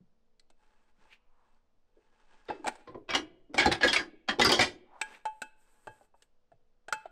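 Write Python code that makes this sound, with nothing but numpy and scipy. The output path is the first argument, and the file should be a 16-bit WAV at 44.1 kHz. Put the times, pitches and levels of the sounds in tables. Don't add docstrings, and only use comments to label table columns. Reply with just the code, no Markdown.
import sys
import numpy as np
from scipy import signal
from scipy.fft import rfft, irfft, next_fast_len
from scipy.io import wavfile
from scipy.ndimage import uniform_filter1d, minimum_filter1d, map_coordinates

SR = 44100
rng = np.random.default_rng(int(sys.argv[2]) if len(sys.argv) > 2 else 0)


def dump(signal):
    limited = np.clip(np.atleast_2d(signal).T, -1, 1)
    pcm = np.round(limited * 32767).astype(np.int16)
    wavfile.write(sys.argv[1], SR, pcm)


N = 313551
TIME = np.arange(N) / SR
AGE = np.arange(SR * 3 // 5) / SR

# (lower edge [Hz], upper edge [Hz])
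REGISTERS = [(20, 500), (500, 1500), (1500, 5000), (5000, 16000)]
# (frequency [Hz], level re its register [dB], free T60 [s])
STEEL_MODES = [(228, -15, .42), (310, -12, .25), (354, -8, .24), (561, -9, .23), (756, -10, .22),
               (835, -8, .22), (1243, -10, .22), (1402, -11, .2), (1648, -8, .21), (1947, -14, .16),
               (2211, -9, .18), (2865, -21, .28), (3074, -9, .18), (3274, -9, .18), (3990, -18, .21),
               (4328, -15, .16), (4803, -10, .21), (5192, -7, .17), (5413, -8, .16), (6270, -11, .18),
               (6915, -13, .19), (7935, -20, .2), (8290, -16, .17), (9755, -18, .16), (10010, -21, .2)]
# (frequency [Hz], relative density [dB])
PRESS_SPECTRUM = [(22, -28), (55, 0.5), (165, -5), (345, 8.5), (430, -2), (820, 2.5), (1400, -0.5),
                  (2150, 4), (2660, -1), (3180, 2), (5300, -6), (6100, -12.5), (8500, -20), (9700, -36.5),
                  (13000, -40), (16000, -49.5)]
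# (time [s], clang [dB], weight [dB], hardness [dB], nominal T60 [s], favoured frequency [Hz])
RAM_BLOWS = [(2.484, -46, -4, -25.5, 0.24, 430), (2.873, -55, 9.5, -37, 0.17, 1030),
             (2.945, -60, 22.5, -29, 0.071, 1000), (3.09, -34, -8.5, -22, 0.31, 2550),
             (3.106, -28.5, -9, -11.5, 0.031, 5530), (3.136, -27, -10, -23.5, 0.097, 1003),
             (3.149, -21, -12, -8, 0.12, 2916), (3.543, -40.5, 6.5, -6, 0.085, 8900),
             (3.58, -18.5, -9.5, -9.5, 0.14, 2200), (3.597, -20, -16.5, -18.5, .13, 2233),
             (3.621, -27, -14, -29, 0.3, 1685), (3.658, -22.5, 6, -6, 0.072, 814),
             (3.715, -25, -10, -14.5, 0.14, 8800), (3.724, -24.5, -10, -4.5, 0.041, 3990),
             (3.809, -33.5, -7, -16, 0.29, 725), (3.832, -15, -8.5, -13, .13, 1661),
             (3.875, -23, -23, -7.5, 0.2, 3240), (3.93, -20.5, -22, -8.5, .13, 9880),
             (3.961, -16.5, -22, -15, .09, 2270), (3.992, -34.5, -3.5, -10, 0.15, 1650),
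             (4.286, -24, -8.5, -14, .13, 1760), (4.395, -23.5, 4, -7.5, 0.077, 816),
             (4.414, -14, -17, -8, .08, 1991), (4.447, -19, -3.5, 0, 0.12, 4860),
             (4.492, -24, -2.5, -3.5, 0.22, 4850), (4.519, -23, -15, 0, 0.21, 3170),
             (4.592, -19, -5, -9.5, 0.09, 2200), (4.608, -18, -25, -9.5, 0.19, 9730)]
def press(rebounds=2, mean_flight_s=0.019, rebound_loss_db=16):
    free_t60_s = 0.2
    snap_hz, hardness_db_per_octave = 7640, 14
    graze_s, graze_db = 0.008, -20.5
    out = np.zeros(N)
    mode_registers = np.searchsorted([hi for lo, hi in REGISTERS], np.transpose(STEEL_MODES)[0])
    flights = mean_flight_s * (0.5 + rng.random((len(RAM_BLOWS), rebounds)))
    for (s, clang_db, weight_db, hard_db, t60, pitch_hz), flight in zip(RAM_BLOWS, flights):
        body_db = 2.5 + 0.58 * weight_db
        band_db = clang_db + np.array([weight_db, body_db, 0, hard_db])
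        band_t60 = t60 * np.array([2.59, 1.2, 0.92, 1.0])
        colour = lambda hz: amp(along(PRESS_SPECTRUM, hz)) * strike_point(hz, pitch_hz, 12, width=0.017)
        clang = dense_modes(colour, band_db, band_t60, band_rise_s=[0.0046, 0.00088, 0.0012, 0.00073])
        modes = []
        for (hz, db, mode_t60), register in zip(STEEL_MODES, mode_registers):
            favour_db = 10 * abs(resonance(hz, pitch_hz, pitch_hz * 0.04))
            modes.append((hz, db + band_db[register] + favour_db, mode_t60 * np.sqrt(t60 / free_t60_s)))
        ringing = ring(modes, scatter_db=3.0, detune=0.0032) * rise(0.0017)
        blow = amp(-2.5) * clang + amp(-8.5) * ringing
        bright_hz = snap_hz * 2 ** (hard_db / hardness_db_per_octave)
        blow += amp(band_db[-1] - 4) * snap(t60=0.02, centre_hz=bright_hz)
        blow += amp(clang_db - 8) * snap(t60=0.015, centre_hz=2300)
        add(out, s - graze_s, amp(graze_db) * blow)
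        for bounce, delay in enumerate(np.cumsum([0, *flight])):
            add(out, s + delay, amp(-rebound_loss_db * bounce) * blow)
    return out


# (frequency [Hz], relative level [dB], T60 [s])
COPPER_MODES = [(452, -24, .15), (545, -19, .14), (867, 0, .21), (1486, -14, .17), (1642, -6, .19),
                (2613, -8, .22), (3155, -14, .18), (5928, -24, .12), (7800, -28, .1)]
# (frequency [Hz], relative density [dB])
TAP_SPECTRUM = [(30, -43.5), (90, -9.5), (300, 2), (800, 4), (1100, -10), (1550, -2.5), (1900, -10.5),
                (2600, -11), (4200, -21), (5700, -37), (8200, -21.5), (9700, -44.5), (16000, -53.5)]
# (time [s], knock [dB], weight [dB], hardness [dB], ring [dB], knock frequency [Hz])
PAN_TAPS = [(0.396, -81, -1, 23, -10, 4340), (0.501, -70.5, 4.5, 4.5, -15, 810),
            (2.501, -23, -17.5, -42.5, -25, 850), (2.644, -41, -8, -14.5, -4, 960),
            (2.659, -27.5, -20, -28.5, -24, 617.4), (2.669, -26, -16.5, -14, -19, 790),
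            (2.678, -21.5, -17.5, -14, -30, 770), (2.754, -59, -7.5, 0.5, -8, 840),
            (5.014, -31.5, -22.5, 2, -8, 2465), (5.254, -29, -48, -19.5, -6.5, 840),
            (5.418, -33.5, -17, -5.5, -10.5, 1390), (5.871, -36, -12, -22, -10, 890),
            (6.01, -53.5, -11, -40, -26, 800), (6.141, -53.5, -24, -55.5, -19, 882),
            (6.222, -73, 2, 15.5, -21, 509), (6.517, -51, -13, -33, -28.5, 659),
            (6.883, -34.5, -33, -18.5, -18.5, 753), (6.925, -23.5, -26, -9, -13.5, 1450),
            (7.056, -32.5, -30, -41, -39, 832)]
def pan_taps(nominal_t60_s=0.056, hardness_db_per_halving=82.5):
    out = np.zeros(N)
    for s, knock_db, weight_db, hard_db, ring_db, knock_hz in PAN_TAPS:
        clang_db = 1.5 + 0.67 * hard_db
        band_db = knock_db + np.array([weight_db, 0, clang_db, hard_db])
        t60 = nominal_t60_s * 0.5 ** (hard_db / hardness_db_per_halving)
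        band_t60 = t60 * np.array([2.1, 0.5, 0.98, 0.82])
        colour = lambda hz: amp(along(TAP_SPECTRUM, hz)) * strike_point(hz, knock_hz, 11, width=0.17)
        click = dense_modes(colour, band_db, band_t60, band_rise_s=[0.00046, 0.0015, 0.00051, 0.00038])
        tilt_db_per_octave = 0.6 + 0.14 * hard_db
        modes = [(hz, db + knock_db + ring_db + tilt_db_per_octave * np.log2(hz / 1300), mode_t60)
                 for hz, db, mode_t60 in COPPER_MODES]
        wall = ring(modes, scatter_db=5.1, detune=0.0008) * rise(0.00039)
        tick = amp(band_db[-1] - 3.5) * snap(t60=0.019, centre_hz=4680)
        add(out, s, click + wall + tick)
    return out


# (time [s], relative level [dB], frequency [Hz], T60 [s])
BENCH_THUDS = [(0.003, -50, 161, 0.14), (0.981, -62.5, 179, 0.099), (1.967, -54.5, 416, 0.17),
               (2.487, -30.5, 380, 0.17), (2.593, -44.5, 330, 0.41), (2.95, -34, 363, 0.16),
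               (3.494, -44, 310.6, 0.3), (3.664, -20, 321, 0.12), (3.843, -26, 332, 0.17),
               (4.129, -42.5, 358, 0.077), (4.384, -24.5, 411, 0.14), (4.484, -22.5, 351.6, 0.1),
               (5.872, -60, 333, 0.099), (5.875, -48, 105.5, 0.12), (6.534, -60, 132.9, 0.14)]
def thuds():
    out = np.zeros(N)
    for s, db, pitch_hz, t60 in BENCH_THUDS:
        body = noise(lambda hz: resonance(hz, pitch_hz, pitch_hz * 0.4) ** 2, size=len(AGE))
        add(out, s, amp(db - 4) * shaped(body, fade(t60) * rise(0.0035)))
    return out


# (peak time [s], level [dB], frequency [Hz], swell time constant [s])
PAN_SCUFFS = [(1.133, -54, 2370, 0.018), (1.42, -75, 970, 0.17), (4.963, -54, 840, 0.043),
              (5.151, -50, 2006, 0.012)]
def scuffs():
    out = np.zeros(N)
    for s, db, pitch_hz, swell_s in PAN_SCUFFS:
        rasp = noise(lambda hz: resonance(hz, pitch_hz, pitch_hz * 0.55) ** 2, size=N)
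        envelope = np.exp(-np.maximum(s - TIME, 1.2 * (TIME - s)) / swell_s)
        out += amp(db) * rasp * envelope
    return out


# (frequency [Hz], relative density [dB])
RUB_SPECTRUM = [(120, -30), (200, -1.5), (496, -1.5), (572, -3.5), (852, -4), (923, -4.5), (1050, -0.5),
                (2320, -7.5), (9000, -21.5), (11700, -76), (19800, -120)]
# (frequency [Hz], relative density [dB])
GLOVE_SPECTRUM = [(3000, -19), (6500, -11.5), (8300, 4), (9500, -14), (13000, -10), (16000, -38.5)]
# (start [s], duration [s], swell [s], rubbing [dB], hiss [dB])
SLIDE_STROKES = [(0.563, 0.34, .04, -75, -96), (0.937, .2, 0.083, -69.5, -93),
                 (1.238, 0.34, 0.23, -78.5, -101), (1.827, 0.98, 0.64, -66.5, -104),
                 (2.605, 0.31, 0.068, -74.5, -92), (4.963, 0.21, 0.155, -58, -74.5),
                 (5.204, 0.267, 0.086, -80, -82.5), (5.55, 0.5, 0.063, -73.5, -79),
                 (6.14, .1, 0.046, -78.5, -83.5)]
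def sliding(catches_per_s=6.2, catch_db=12, release_s=0.019):
    out = np.zeros(N)
    wall = lambda hz: sum(amp(db) * resonance(hz, f, 7 / t60) for f, db, t60 in COPPER_MODES)
    slips = rng.standard_normal(N) * amp(2.5 * wobble(rate=600) + 2.2 * wobble(rate=35))
    rasp = unit(filtered(slips, lambda hz: amp(along(RUB_SPECTRUM, hz)) * (1 + 4.5 * wall(hz))))
    catches = (rng.random(N) < catches_per_s / SR) * rng.random(N)
    rasp += amp(catch_db) * signal.fftconvolve(catches, snap(t60=0.0064, centre_hz=4430))[:N]
    hiss = noise(lambda hz: amp(along(GLOVE_SPECTRUM, hz)), size=N) * amp(1.5 * wobble(rate=29))
    for start, duration, swell_s, rub_db, hiss_db in SLIDE_STROKES:
        age = np.maximum(TIME - start, 0)
        release = np.exp(-np.maximum(age - duration, 0) / release_s)
        speed = np.minimum(age / swell_s, 1) * release
        out += speed * (amp(rub_db) * rasp + amp(hiss_db) * hiss)
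    return out


# (frequency [Hz], T60 [s])
ROOM_DECAY = [(60, 0.34), (300, 1), (1000, 0.52), (3000, 0.69), (6000, 0.27), (14000, 0.47)]
def workshop(x, segments=24, predelay_s=0.008):
    out = np.zeros(N)
    for segment in np.array_split(np.arange(N), segments):
        hz, t, spectra = signal.stft(rng.standard_normal(SR * 4 // 5), SR, nperseg=256)
        decay = np.exp(-np.log(1000) * t / along(ROOM_DECAY, hz)[:, None])
        _, tail = signal.istft(spectra * decay, SR, nperseg=256)
        reflections = signal.fftconvolve(x[segment], tail / np.linalg.norm(tail))
        add(out, segment[0] / SR + predelay_s, reflections)
    return out


# (frequency [Hz], relative density [dB])
AIR_SPECTRUM = [(35, -27.5), (60, 2), (127, -11.5), (207, -8.5), (408, -13.5), (503, -15.5), (579, -10),
                (2190, -26), (2580, -25.5), (5460, -29), (6430, -32), (16000, -53)]
# (frequency [Hz], level [dB])
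MACHINE_HUM = [(228, -91.5), (442, -92.5), (495, -90.5)]
def background():
    air = amp(-81.5) * noise(lambda hz: amp(along(AIR_SPECTRUM, hz)), size=N)
    hum = sum(amp(db) * noise(lambda hz: resonance(hz, f, 4.5) ** 2, size=N) for f, db in MACHINE_HUM)
    rumble = amp(-63.5) * noise(lambda hz: resonance(hz, 8, 18) ** 4, size=N)
    return air + hum + rumble


def dense_modes(colour, band_db, band_t60, band_rise_s, uneven_db=5.5, spacing_hz=60):
    hz = np.fft.rfftfreq(len(AGE), 1 / SR)
    strength = map_coordinates(rng.standard_normal(SR // (2 * spacing_hz) + 4), [hz / spacing_hz])
    phases = np.exp(2j * np.pi * rng.random(len(hz)))
    spectrum = phases * colour(hz) * amp(uneven_db * strength)
    out = np.zeros(len(AGE))
    for (lo, hi), db, t60, attack_s in zip(REGISTERS, band_db, band_t60, band_rise_s):
        attenuation = np.sqrt((1 + (lo / (hz + 1)) ** 10) * (1 + (hz / hi) ** 10))
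        register = irfft(spectrum / attenuation, len(AGE))
        out += amp(db) * shaped(register, fade(t60) * rise(attack_s))
    return out


def ring(modes, scatter_db, detune):
    hz, db, t60s = np.transpose(modes)
    strength, pull, phases = rng.standard_normal((3, len(hz)))
    gains = amp(db + scatter_db * strength)
    loaded_hz = hz * (1 + detune * pull)
    return sum(gain * np.sin(2 * np.pi * (f * AGE + phase)) * fade(t60)
               for gain, f, phase, t60 in zip(gains, loaded_hz, phases, t60s))


def snap(t60, centre_hz):
    return noise(lambda hz: resonance(hz, centre_hz, centre_hz) ** 3, size=len(AGE)) * fade(t60)


def strike_point(hz, pitch_hz, boost, width):
    return 1 + boost * abs(resonance(hz, pitch_hz, pitch_hz * width))


def resonance(hz, centre_hz, width_hz):
    return 1j * hz * width_hz / (centre_hz ** 2 - hz ** 2 + 1j * hz * width_hz)


def fade(t60):
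    return np.exp(-np.log(1000) * AGE / max(t60, 1e-3))


def rise(seconds):
    return 1 - np.exp(-AGE / max(seconds, 1e-5))


def shaped(x, envelope):
    return unit(x * envelope) * np.sqrt(np.mean(envelope ** 2))


def filtered(x, response):
    size = next_fast_len(len(x) + 8192, True)
    hz = np.fft.rfftfreq(size, 1 / SR)
    return irfft(rfft(x, size) * response(hz), size)[:len(x)]


def noise(response, size):
    return unit(filtered(rng.standard_normal(size), response))


def wobble(rate):
    return map_coordinates(rng.standard_normal(int(N * rate / SR) + 4), [TIME * rate])


def along(points, hz):
    frequencies, values = np.transpose(points)
    return np.interp(np.log(hz + 1), np.log(frequencies + 1), values)


def amp(db):
    return 10 ** (np.asarray(db) / 20)


def unit(x):
    return x / np.sqrt(np.mean(x ** 2) + 1e-30)


def add(track, s, sound):
    part = track[max(round(s * SR), 0):][:len(sound)]
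    part += sound[:len(part)]


def scene():
    steel = press()
    copper = pan_taps() + scuffs()
    knocks = thuds()
    room = workshop(amp(-32) * steel + amp(-21.5) * copper + amp(-16.5) * knocks)
    return (steel + copper + knocks + room + sliding() + background())[None]


def record(dry):
    ceiling_db, cutoff_hz = -11.2, 15900
    mono = dry[0]
    needed_gain = np.minimum(1, amp(ceiling_db) / (abs(mono) + 1e-9))
    held_gain = minimum_filter1d(needed_gain, size=177)
    smooth_gain = uniform_filter1d(held_gain, size=133)
    return filtered(mono * smooth_gain, lambda hz: hz < cutoff_hz)[None]


dry = scene()
out = record(dry)
dump(out)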